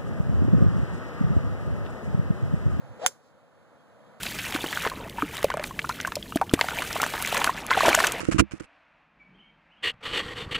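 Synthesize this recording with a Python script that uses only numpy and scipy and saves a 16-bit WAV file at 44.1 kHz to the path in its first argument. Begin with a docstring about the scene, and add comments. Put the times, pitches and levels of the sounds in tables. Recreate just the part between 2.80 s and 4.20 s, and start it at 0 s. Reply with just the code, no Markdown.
"""Golf drive off the tee

The club whooshes down as shaft and head shed vortices, the face cracks against the ball and the
hollow metal head rings briefly; turf and trees scatter the crack. Underneath sit a faint breeze,
two soft puffs of air on the microphone, the rustle of the golfer's shirt and a far bird."""
import sys
import numpy as np
from scipy import signal
from scipy.fft import rfft, irfft
from scipy.io import wavfile

SR = 44100
rng = np.random.default_rng(int(sys.argv[2]) if len(sys.argv) > 2 else 0)


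def wrap_up_sound(samples):
    """Save the sound to the file named by the first command line argument, as 16-bit audio."""
    columns = np.atleast_2d(samples).T
    # keep every value between -1 and 1, then stretch to whole-number steps
    tamed = np.clip(columns, -1, 1)
    steps = np.round(tamed * 32767).astype(np.int16)
    wavfile.write(sys.argv[1], SR, steps)


N = 61739


def undb(db):
    """Decibels to gain."""
    return 10 ** (np.asarray(db) / 20)


def curve(rows, at):
    """Straight lines through the rows."""
    return np.interp(at, *np.array(rows, float).T)


def by_freq(rows):
    """A table read at every spectral bin, on a log-frequency axis."""
    hz, value = np.array(rows, float).T
    return np.interp(np.log(np.fft.rfftfreq(N, 1 / SR) + 1), np.log(hz), value)


def unit(x):
    """Scale to rms 1."""
    return x / np.sqrt(np.mean(np.abs(x) ** 2))


def pan(db):
    """Left and right gains for a level difference; positive leans left."""
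    return undb(np.array([[db], [-db]]) / 2)


def diffuse(colour):
    """Coloured stereo noise at rms 1, partly shared between the channels."""
    # Each row: frequency in Hz, share of the power common to both channels.
    likeness = [(100, 0.8986), (280, 0.67), (550, 0.95), (1200, 0.81), (2200, 0.99), (4000, 0.561),
                (12000, 0.86)]
    # Each row: frequency in Hz, left minus right in dB.
    balance = [(60, -1), (130, 4), (240, 6), (360, -0.5), (520, -2), (1300, -2), (3500, -2.5),
               (12000, -2.5)]
    common, own = rfft(rng.standard_normal(N)), rfft(rng.standard_normal((2, N)))
    share = np.clip(by_freq(likeness), 0, 1)
    noise = np.sqrt(share) * common + np.sqrt(1 - share) * own
    db = by_freq(colour) + np.array([[.5], [-.5]]) * by_freq(balance)
    return unit(irfft(noise * undb(db), N))


def wander(width_hz):
    """Complex random drift of the given bandwidth, rms 1."""
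    hz = np.fft.fftfreq(N, 1 / SR)
    noise = rng.standard_normal(N) + 1j * rng.standard_normal(N)
    return unit(np.fft.ifft(np.fft.fft(noise) * np.exp(-(hz / width_hz) ** 2)))


def wavering_tone(hz, width_hz, steady=.45):
    """A tone whose phase and strength wander; steady=1 holds the strength still."""
    drift = wander(width_hz)
    drift = unit(drift / (np.abs(drift) + 1e-9) ** steady)
    return np.sqrt(2) * np.real(drift * np.exp(2j * np.pi * np.cumsum(hz) / SR))


def swells(t, rows):
    """Bell-shaped envelopes from rows of peak time, half-width and level."""
    return sum(undb(db) * np.exp(-((t - at) / half_width) ** 2) for at, half_width, db in rows)


def burst(age, rise_s, t60_s):
    """Smooth attack, then exponential decay."""
    attack = np.sin(np.pi / 2 * np.clip(age / rise_s, 0, 1)) ** 2
    return attack * np.exp(-np.log(1000) * np.maximum(age - rise_s, 0) / t60_s)


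def breeze(t, split_hz=2500, flicker_db=.5, hiss_follow=.79):
    """Wind in the trees: a soft roar that sinks and swells, under a steadier hiss of leaves."""
    # Each row: frequency in Hz, relative noise density in dB.
    colour = [(25, -34), (50, -16), (100, 3), (200, 1), (300, -1), (390, -7), (520, 4), (680, 0),
              (850, -3.5), (1500, -6.5), (2100, -15.5), (2700, -19.5), (4100, -23), (5400, -30),
              (6800, -27.5), (8300, -32), (9700, -31), (11200, -38), (12500, -34.5), (14000, -49.5),
              (16000, -46.5)]
    # Each row: time in seconds, level in dB.
    fader = [(0, -50.5), (.1, -50), (.18, -49), (.31, -58), (.4, -59.5), (.8, -58), (1.1, -56), (1.4, -53)]
    air = diffuse(colour)
    roar = signal.sosfiltfilt(signal.butter(2, split_hz, fs=SR, output="sos"), air)
    hiss = air - roar
    roar_db = curve(fader, t) + flicker_db * wander(12).real
    hiss_db = roar_db.mean() + hiss_follow * (roar_db - roar_db.mean())
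    return roar * undb(roar_db) + hiss * undb(hiss_db)


def buffets(t, hz=114):
    """Low, soft puffs of air hit the microphone."""
    # Each row: peak time in seconds, half-width in seconds, level in dB.
    puffs = [(0.047, 0.022, -42.5), (0.114, .02, -38.5)]
    return swells(t, puffs) * wavering_tone(np.full(N, hz), width_hz=28) * pan(db=-3)


def shirt(t):
    """Cloth rustles faintly as the body turns into the downswing and the follow-through."""
    # Each row: peak time in seconds, half-width in seconds, level in dB.
    rustles = [(0.079, .08, -76), (0.46, 0.06, -73)]
    # Each row: frequency in Hz, relative noise density in dB.
    colour = [(800, -10.5), (2800, -4.5), (4000, 1), (7000, -2.5), (10000, -13), (16000, -20.5)]
    return swells(t, rustles) * diffuse(colour)


def swing(t, rush_db=-37, rush_growth=4.2):
    """The whoosh: vortex tones off shaft and head rise with club speed, in a rush of turbulent air."""
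    # Each row: time in seconds, club speed as a share of full speed.
    club_speed = [(.12, .3), (.192, 0.51), (.199, .73), (.208, 0.71), (.221, .86), (.237, .95),
                  (.248, 1.03), (.259, .98), (.268, .7), (.29, .64), (.303, .42), (.4, .2)]
    # Vortex tones at full speed. Each row: pitch in Hz, width in Hz, level in dB,
    # then the powers of speed by which pitch and amplitude grow.
    vortices = [(732.7, 28, -31.5, .97, 4.7), (810, 55, -42.5, 0.93, 8), (535, 44, -40, .05, 3.3)]
    # Each row: frequency in Hz, relative noise density in dB.
    rush_colour = [(60, -6.5), (200, -7), (340, -6), (470, 1.5), (800, 0), (1100, -6.5), (2000, -11),
                   (2800, -13), (4200, -18), (5500, -21), (7000, -21.5), (9000, -30), (10500, -47),
                   (16000, -59)]
    speed = curve(club_speed, t)
    tones = sum(undb(db) * speed ** growth * wavering_tone(hz * speed ** glide, width, steady=.85)
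                for hz, width, db, glide, growth in vortices)
    rush = undb(rush_db) * speed ** rush_growth * diffuse(rush_colour)
    return tones * pan(db=5) + rush


def strike(t, impact_s=.2627, contact_s=.0003572):
    """A split second of contact cracks the ball and rings the head; turf and trees scatter the hit."""
    # Broad, fast-damped modes of ball and face. Each row: pitch in Hz, level in dB, T60 in seconds.
    crack = [(1330, 0.5, 0.0015), (2000, -4, 0.0018), (3094, -5, 0.006), (6436, -4.5, .0034),
             (9130, -9.5, 0.0027), (10700, -8.5, .0028), (12500, -15, 0.0029), (15500, -20, .002)]
    # Ringing modes of the hollow head, with the same columns.
    ring = [(1437, -32.5, .05), (2100, -35, .055), (2345, -32.5, .045), (3400, -28.5, .04),
            (4966, -31.5, .055), (5230, -33, .08), (5930, -34, 0.052), (6105, -33.5, .06),
            (6272, -27.5, .062), (6640, -33.5, .055), (6930, -30, .05), (7390, -27.5, .085),
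            (7510, -20.5, .05), (7876, -33, .043), (8950, -35.5, .07), (9157, -33.5, .066),
            (9305, -25, .045), (13700, -40, .04), (15050, -39.5, .05)]
    # Scatter off near turf and far trees. Each row: frequency in Hz, relative noise density in dB.
    turf_colour = [(300, -16.5), (600, -10), (1400, -2.5), (2200, -1.5), (2800, -5), (3400, -3.5),
                   (4100, -8.5), (5300, -3), (7400, -1.5), (8200, -4), (9300, 0), (11000, -16.5),
                   (12500, -8), (13700, -21.5), (15100, -14.5), (16500, -36)]
    tree_colour = [(300, -6.5), (1400, 1), (2700, -6.5), (3800, -4.5), (5200, -1.5), (7000, 1.5),
                   (8300, -6.5), (9400, -2.5), (11000, -14), (12500, -8), (14000, -22.5), (16000, -29.5)]
    age = np.maximum(t - impact_s, 0)
    hit = sum(undb(db) * burst(age, contact_s, t60) * -np.sin(2 * np.pi * hz * age)
              for hz, db, t60 in crack + ring)
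    turf = undb(-23.5) * burst(age, rise_s=.002, t60_s=.053) * diffuse(turf_colour)
    trees = undb(-47.5) * burst(age, rise_s=.015, t60_s=.24) * diffuse(tree_colour)
    return (hit + echoes(hit)) * pan(db=-3.5) + turf + trees


def echoes(hit):
    """Thin early reflections off the ground and things nearby: small surfaces mirror only treble."""
    # Each row: delay in seconds, level in dB, low-cut corner in Hz.
    reflections = [(.003, -21, 1201), (.0057, -23.5, 1200), (.0081, -21, 4984), (.0174, -23, 6000)]
    hz, spectrum = np.fft.rfftfreq(N, 1 / SR), rfft(hit)
    response = 0
    for delay_s, db, corner_hz in reflections:
        low_cut = 1j * hz / (corner_hz + 1j * hz)
        response += undb(db) * low_cut * np.exp(-2j * np.pi * hz * delay_s)
    return irfft(spectrum * response, N)


def bird(t, hz=3300):
    """A far bird gives three thin calls from the trees."""
    # Each row: peak time in seconds, half-width in seconds, level in dB.
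    chirps = [(1.0, 0.019, -74), (1.21, 0.0094, -74), (1.26, 0.022, -75.5)]
    return swells(t, chirps) * wavering_tone(np.full(N, hz), width_hz=30)


def wide_microphone(left, right, lag_s=.000363):
    """The right channel arrives late and inverted, turning back towards in-phase in the low mids."""
    # Each row: frequency in Hz, extra phase lag in radians.
    extra_lag = [(130, .1), (300, .7), (550, 1.3), (1200, .2), (2200, -.2), (4000, 0)]
    phase_lag = 2 * np.pi * np.fft.rfftfreq(N, 1 / SR) * lag_s + by_freq(extra_lag)
    late_right = irfft(rfft(right) * np.exp(-1j * phase_lag), N)
    return np.array([left, -late_right])


def scene():
    """Whoosh and crack up front, the quiet course behind, all in wide stereo."""
    t = np.arange(N) / SR
    left, right = swing(t) + strike(t) + breeze(t) + buffets(t) + bird(t) + shirt(t)
    return wide_microphone(left, right)


def record(dry, ceiling=.95, low_cut_hz=61, high_cut_hz=16700):
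    """Soft clipping rounds the peak of the crack; filters trim the deep bass and the very top."""
    rounded = ceiling * np.tanh(dry / ceiling)
    lean = signal.sosfilt(signal.butter(2, low_cut_hz, "high", fs=SR, output="sos"), rounded)
    return signal.sosfiltfilt(signal.ellip(8, .05, 60, high_cut_hz, fs=SR, output="sos"), lean)


dry = scene()
out = record(dry)
wrap_up_sound(out)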